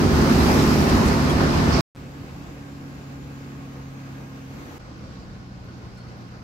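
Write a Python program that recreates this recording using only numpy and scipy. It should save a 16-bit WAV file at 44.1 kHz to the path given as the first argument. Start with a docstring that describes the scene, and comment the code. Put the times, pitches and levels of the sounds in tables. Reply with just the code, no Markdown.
"""A six-cylinder diesel hums in crank orders inside a moving bus, heard from near the driver.
Three stretches of the ride are joined by hard cuts, the first loud and with a silence after it. Diffuse noise
makes body rumble, road roar and wind hiss; a turbocharger whines faintly on a gliding sine. Noise bursts
make ticks, rattles of loose fittings and a puff; wavering sines make squeaks and thin tones, and clicks are
decaying jumps. A two-port microphone hears the cabin, its ports less alike towards the treble."""
import sys
import numpy as np
from scipy import signal
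from scipy.fft import rfft, irfft
from scipy.io import wavfile
from scipy.ndimage import uniform_filter1d, map_coordinates

SR = 44100
rng = np.random.default_rng(int(sys.argv[2]) if len(sys.argv) > 2 else 0)


def store_wav(level_fs):
    """Save 16-bit WAV to argv[1]."""
    pcm = np.round(np.clip(np.atleast_2d(level_fs), -1, 1) * 32767)
    wavfile.write(sys.argv[1], SR, pcm.T.astype(np.int16))


N = 283563

# the three stretches: (start t/s, end t/s, fade-in time/s, level the fade starts from/dB)
STRETCHES = [(0, 1.8088, .001, 0), (1.9498, 4.7822, .02, -20), (4.7822, 6.5, .018, -12)]
# cabin noise, one list a stretch: (t/s, rumble level/dB, roar level/dB, hiss level/dB, top hiss level/dB)
NOISE_LEVELS = [
    [(0, -20.5, -28.5, -39.5, -52), (.6, -21.5, -26.5, -37, -43.5), (1.1, -22, -27.5, -40, -51.5),
     (1.8, -22.5, -26.5, -39, -57.5)],
    [(1.97, -41, -49, -58, -77), (2.8, -44.5, -50.5, -59.3, -77), (4.4, -46.5, -49, -59.5, -76),
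     (4.78, -42, -46.5, -56.5, -68)],
    [(4.81, -41.5, -51, -60, -82), (5.05, -41.5, -52, -59.5, -83), (5.4, -42.5, -54, -62, -83),
     (6.43, -43.5, -52, -61, -81)],
]
# cabin noise colour: (f/Hz, relative level per Hz/dB in each of the three stretches)
NOISE_COLOUR = [(40, -4, 5, -1), (62, 6.5, 9, 5), (138, -1, 2.5, -3.5), (258, 0.5, 3, -3.5),
                (363, -8, -9, -14), (534, -14, -12.5, -15), (740, -16.5, -15, -18),
                (1135, -17.5, -19, -19.5), (2360, -28, -26.5, -29), (3450, -34, -34, -35),
                (4920, -30, -34.5, -30.5), (7120, -39.5, -38.5, -41), (9700, -48.5, -48, -51.5),
                (12100, -42.5, -37.5, -46.5), (15600, -50.5, -39, -49)]
# panels and glass that ring along with the noise: (f/Hz, width/Hz, lift/dB in each of the three stretches)
PANELS = [(343, 13, 1.8, 3, 2.5), (489, 49, -0.76, 5.2, 3.4), (764, 58, 1.6, 3.9, 5), (856, 20, 2, 3, 0.67),
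          (1066, 27, 1.5, 7.4, 6.3), (1243, 50, 0, 4.8, 3.2), (1482, 54, 0.5, 2, 6.8),
          (1605, 75, -2, 3.3, 1), (2160, 69, -0.5, 2.2, 2.2), (2560, 150, 0.5, 2.1, 2)]
SWELL_DB = 0.55  # slow random heave shared by all the noise bands, rms

# left over right, by how the hand holds the ports: (f/Hz, level/dB in each of the three stretches)
PORT_LEAN = [(99.5, -1, 0, 0.5), (800, -2, -1.5, -3), (2500, 1.5, 0.5, 4), (4460, -5.5, 0.5, -6),
             (6200, -5.5, -1, -5), (8300, 8, 4.5, 9), (11000, 0.5, 0, 3.5), (13000, 2.5, -5, 6),
             (15600, 15.5, 3, 10)]
# how alike the two ports hear the diffuse cabin: (f/Hz, likeness from 0 to 1)
PORT_LIKENESS = [(40, 0.93), (80, 0.94), (300, 0.78), (600, 0.42), (1000, 0.22), (1450, 0.394),
                 (2500, 0.13), (5000, .02)]
# phase of the right port against the left: (f/Hz, phase/rad)
PORT_PHASE = [(100, -0.07), (600, 0.14), (1000, -1.9), (1500, -2.5), (2300, -5.5), (3000, -5)]

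# engine speed, one list a stretch; steady, then twice sagging slowly, with one short rev:
# (t/s, crank turns per s, hum strength/dB)
CRANK = [
    [(0, 24.47, 0), (.9, 24.56, 0), (1.8, 24.6, -1)],
    [(1.97, 23.0, -2), (2.4, 23.37, -1.5), (3.2, 23.0, 1.5), (4.5, 22.3, 1), (4.64, 23.4, -4),
     (4.78, 23.5, -9)],
    [(4.81, 20.1, -3), (5.14, 20.85, .5), (6.43, 19.65, .5)],
]
# crank orders that stand out of the rumble, firing on order 3; hum strength and pull come on top:
# (order, rms level/dB in each of the three stretches)
CRANK_ORDERS = [(3, -29, -55, -64), (4, -38, -58, -64), (4.5, -42, -55, -64), (6, -27, -42, -45),
                (7, -37, -62, -66), (7.5, -31, -52, -57), (8, -44, -62, -57), (9, -34, -54, -50),
                (10, -31, -55, -60), (10.5, -39, -55, -55), (11, -34, -62, -63), (12, -37, -47, -63),
                (13.5, -39, -68, -62), (15, -40, -62, -68), (16.5, -43, -72, -70), (17, -44, -74, -67),
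                (22, -43, -72, -71), (24, -54, -68, -69), (27, -44, -76, -78), (31.5, -49, -76, -78),
                (36, -47, -72, -80), (37, -50, -78, -76), (42, -49, -80, -82), (49, -50, -80, -80),
                (51, -50, -80, -78), (72, -50, -82, -76)]
# orders that grow while the engine pulls hard, that is while the pedal aims above PULL_HZ
PULLING_ORDERS = (9, 10.5, 15, 16.5, 17)
PULL_DB, PULL_HZ, PULL_FADE_S = 8, 8500, .4
# each move of the pedal sets the pitch that the whine heads for: (t/s, aim f/Hz)
PEDAL = [(0, 9200), (.25, 11300), (.8, 9800), (.95, 6200), (4.5, 7900), (4.78, 5600)]
# turbocharger whine, one row a stretch: (starting f/Hz, rms level/dB)
TURBO = [(8450, -60), (7750, -74), (7950, -81)]
SPOOL_S = 1.3  # time constant of the glide

# high ticks: (t/s, starting rms level/dB)
TICKS = [(.1, -53), (2.38, -66), (4.755, -64), (4.97, -74), (5.638, -66), (5.77, -72), (5.942, -71),
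         (6.165, -68), (6.205, -70)]
TICK_HZ, TICK_WIDTH_HZ, TICK_T60_S, TICK_PAN_DB = 12500, 4000, .1, 3
# wide rattles of loose fittings: (t/s, starting rms level/dB, centre f/Hz)
RATTLES = [(.408, -38, 4000), (.886, -33, 5500), (1.052, -37, 7000), (1.077, -35, 6000), (1.294, -37, 7500),
           (5.973, -57, 5540), (6.273, -63, 4500)]
RATTLE_WIDTH, RATTLE_T60_S, RATTLE_PAN_DB = 1.3, .12, -.5  # width as a share of the centre
# narrow squeaks: (t/s, starting rms level/dB, f/Hz, t60/s)
SQUEAKS = [(.795, -48, 9700, .08), (.886, -40, 3300, .08), (1.296, -36, 3300, .1), (5.972, -55, 4350, .15),
           (5.974, -53, 1440, .12), (5.985, -52, 1380, .12), (5.994, -53, 4390, .15)]
SQUEAK_WAVER = .025  # rms share of the pitch
# a puff of hiss on the right: (t/s, starting rms level/dB, centre f/Hz, width/Hz, t60/s, left over right/dB)
PUFF = (1.72, -35.5, 4920, 1500, 0.7, -12.5)
BURST = 8192  # samples that each tick, rattle, squeak and puff lasts at most
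# clicks where a stretch sets in: (t/s, peak level/dB, sign)
CLICKS = [(1.9498, -38, 1), (1.9547, -35, -1), (1.9572, -42, 1), (1.962, -31, -1), (4.787, -44, 1),
          (4.802, -35, -1)]
CLICK_S = 0.00098  # decay time constant
# thin tones that come and go: (start t/s, end t/s, f/Hz, rms level/dB before the fades)
THIN_TONES = [(2.0, 5.5, 1104, -69), (3.93, 4.42, 1615, -66), (2.2, 3.4, 1600, -73), (3.0, 4.3, 2480, -76),
              (5.15, 5.35, 1440, -69)]
EDGE_HZ = 15780  # upper band limit


def gain_of(db):
    """Decibels to an amplitude factor."""
    return 10 ** (np.asarray(db) / 20)


def evened(x):
    """Scales to rms 1 on the mean of the channels."""
    return x / np.sqrt(np.mean(np.mean(np.atleast_2d(x), axis=0) ** 2) + 1e-20)


def read(points, hz, column=1):
    """Reads a table column on a log frequency axis."""
    table = np.transpose(points)
    return np.interp(np.log(hz + 1), np.log(table[0] + 1), table[column])


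def follow(rows, t):
    """All columns of a curve table at times t."""
    s, *columns = np.transpose(rows)
    return [np.interp(t, s, column) for column in columns]


def drift(count, per_s):
    """Smooth random wander of rms 1 through per_s knots a second."""
    knots = rng.standard_normal(int(count * per_s / SR) + 4)
    return evened(map_coordinates(knots, [1 + np.arange(count) * per_s / SR], order=3))


def ports(hz, k):
    """Likeness, phase turn and left gain of the two ports; right gain is the inverse."""
    likeness = np.clip(read(PORT_LIKENESS, hz), 0, 1)
    turn = np.exp(1j * read(PORT_PHASE, hz))
    lean = gain_of(read(PORT_LEAN, hz, column=k + 1) / 2)
    return likeness, turn, lean


def tone(hz, db, k):
    """A sine that follows hz; it reaches the two ports by its own path, so with its own phase skew."""
    mean_hz = np.mean(hz)
    lean = ports(mean_hz, k)[2]
    phase = 2 * np.pi * (np.cumsum(hz) / SR + rng.random())
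    skew = np.clip(.2 + mean_hz / 1500, 0, 1.3) * np.clip(rng.standard_normal(), -1.5, 1.5)
    pair = np.array([lean * np.cos(phase), np.cos(phase + skew) / lean])
    return gain_of(db) * evened(pair)


def decay(db, t60):
    """Level of a short sound: a quick soft onset, then a fall of 60 dB in t60 seconds."""
    u = np.arange(BURST) / SR
    return gain_of(db - 60 * u / t60) * (1 - np.exp(-u / .003))


def bursts(rows):
    """Noise around a centre pitch, unlike at the two ports, dying away exponentially."""
    out = np.zeros((2, N + BURST))
    hz = np.fft.rfftfreq(BURST, 1 / SR)
    for s, db, centre_hz, width_hz, t60, pan_db in rows:
        resonance = 1 / (1 + (2 * (hz - centre_hz) / width_hz) ** 2)
        band = evened(irfft(rfft(rng.standard_normal((2, BURST))) * resonance))
        pan = gain_of([[pan_db / 2], [-pan_db / 2]])
        out[:, round(s * SR):][:, :BURST] += band * decay(db, t60) * pan
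    return out[:, :N]


def diffuse_spectrum(k, count):
    """Patchy noise frames of a diffuse field, coloured by the cabin and its ringing panels."""
    frames, hz = count // 512 + 8, np.fft.rfftfreq(2048, 1 / SR)[:, None]
    a, b, c, d, patches = rng.standard_normal((frames, len(hz), 5)).T
    patches = uniform_filter1d(patches, size=24, axis=0)  # across frequency
    patches = uniform_filter1d(patches, size=6, axis=1)  # across time
    patches = evened(patches.ravel()).reshape(a.shape)
    likeness, turn, lean = ports(hz, k)
    left, other = a + 1j * b, c + 1j * d
    right = likeness * turn * left + np.sqrt(1 - likeness ** 2) * other
    z = np.array([lean * left, right / lean])
    # the colour holds for both ports together
    z /= np.sqrt(lean ** 2 + lean ** -2. + 2 * likeness * turn.real)
    z *= gain_of(read(NOISE_COLOUR, hz, column=k + 1) + 0.92 * patches)
    for panel_hz, width_hz, *lift_db in PANELS:
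        z *= gain_of(lift_db[k] / (1 + (2 * (hz - panel_hz) / width_hz) ** 2))
    return z, hz


def cabin(k, t, turns):
    """Rumble, roar and hiss: bands of one diffuse noise, throbbing a little with the firing."""
    z, hz = diffuse_spectrum(k, len(t))
    below = [0] + [1 / (1 + (hz / edge) ** 6) for edge in (400, 3000, 9000)] + [1]
    knock = np.cos(2 * np.pi * 3 * turns) + .6 * np.cos(2 * np.pi * 1.5 * turns)
    flutter = drift(len(t), per_s=22.)
    swell_db = SWELL_DB * drift(len(t), per_s=5.)  # one slow random heave shared by all noise bands
    knock_depths_db, flutter_depths_db = [.3, .6, .4, .4], [.4, .5, .35, .35]
    out = 0
    for lower, upper, db, knock_db, flutter_db in zip(below, below[1:], follow(NOISE_LEVELS[k], t),
                                                      knock_depths_db, flutter_depths_db):
        layer = signal.istft(z * np.sqrt(upper - lower), nperseg=2048, noverlap=1536)[1]
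        layer = layer[:, 512:512 + len(t)]
        motion = gain_of(knock_db * knock + flutter_db * flutter + swell_db)
        out = out + gain_of(db) * evened(layer * motion)
    return out


def pedal_hz(t):
    """The pitch that the pedal asks of the turbocharger."""
    s, aim_hz = np.transpose(PEDAL)
    return aim_hz[np.searchsorted(s, t, side="right") - 1]


def engine(k, t, speed, strength_db):
    """Crank orders on one slightly uneven speed, each wavering a little in level."""
    speed = speed * (1 + .0012 * drift(len(t), per_s=4.))
    # shifted by half a fade, so that the centred average follows the pedal
    shifted = t - PULL_FADE_S / 2 * (t > PULL_FADE_S)
    pull = uniform_filter1d(1. * (pedal_hz(shifted) > PULL_HZ), size=round(PULL_FADE_S * SR))
    out = 0
    for order, *db in CRANK_ORDERS:
        level_db = db[k] + strength_db + PULL_DB * pull * (order in PULLING_ORDERS)
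        out = out + tone(order * speed, level_db + .7 * drift(len(t), per_s=4.), k)
    return out


def turbocharger(k, t):
    """A faint unsteady whine whose pitch lags behind the pedal, as a first-order glide."""
    start_hz, db = TURBO[k]
    keep = np.exp(-1 / (SPOOL_S * SR))
    hz = signal.lfilter([1 - keep], [1, -keep], pedal_hz(t), zi=[keep * start_hz])[0]
    return tone(hz + 35 * drift(len(t), per_s=80.), db + 1.8 * drift(len(t), per_s=40.), k)


def ticks():
    """High, short noise bursts, leaning left."""
    return bursts([(s, db, TICK_HZ, TICK_WIDTH_HZ, TICK_T60_S, TICK_PAN_DB) for s, db in TICKS])


def rattles():
    """Loose fittings: short noise bursts, wider than their centre frequency."""
    return bursts([(s, db, hz, RATTLE_WIDTH * hz, RATTLE_T60_S, RATTLE_PAN_DB) for s, db, hz in RATTLES])


def squeaks():
    """Short rings of rubbed metal: decaying sines, a little unsteady in pitch."""
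    out = np.zeros((2, N + BURST))
    for s, db, hz, t60 in SQUEAKS:
        waver = 1 + SQUEAK_WAVER * drift(BURST, per_s=300.)
        out[:, round(s * SR):][:, :BURST] += tone(hz * waver, db, 1) * decay(0, t60)
    return out[:, :N]


def puff():
    """One band of hiss on the right, falling more slowly than the ticks and rattles."""
    return bursts([PUFF])


def clicks(t):
    """Jumps that sink back exponentially, their edges slightly rounded."""
    jumps = 0
    for s, db, sign in CLICKS:
        jumps = jumps + sign * gain_of(db) * (t >= s) * np.exp(-abs(t - s) / CLICK_S)
    return uniform_filter1d(jumps, size=2)


def thin_tones(t):
    """Faint sines, wavering a little in pitch and level, that swell and fade."""
    out = 0
    for start, end, hz, db in THIN_TONES:
        swell = np.clip(np.minimum(t - start, end - t) / .06, 0, 1)
        out = out + swell * tone(hz + 2.96 * drift(N, per_s=8.), db + 3.0 * drift(N, per_s=7.9), 1)
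    return out


def scene():
    """Each stretch but the first fades in quickly; a hard cut ends the first two."""
    t = np.arange(N) / SR
    mix = ticks() + rattles() + squeaks() + puff() + thin_tones(t)
    gate = np.zeros(N)  # silent between the first two stretches
    for k, (start, end, fade_s, from_db) in enumerate(STRETCHES):
        span = (t >= start) & (t < end)
        now = t[span]
        speed, strength_db = follow(CRANK[k], now)
        mix[:, span] += cabin(k, now, np.cumsum(speed) / SR)
        mix[:, span] += engine(k, now, speed, strength_db) + turbocharger(k, now)
        gate[span] = gain_of(from_db * np.clip(1 - (now - start) / fade_s, 0, 1))
    bass_cut = signal.butter(4, 42, "highpass", fs=SR, output="sos")  # the microphone hears no deep bass
    return signal.sosfilt(bass_cut, mix) * gate + clicks(t)


def record(dry):
    """The band limit: a steep linear-phase lowpass."""
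    edge = signal.firwin(511, EDGE_HZ, window=("kaiser", 9), fs=SR)
    return signal.oaconvolve(dry, edge[None], "same")


dry = scene()
out = record(dry)
store_wav(out)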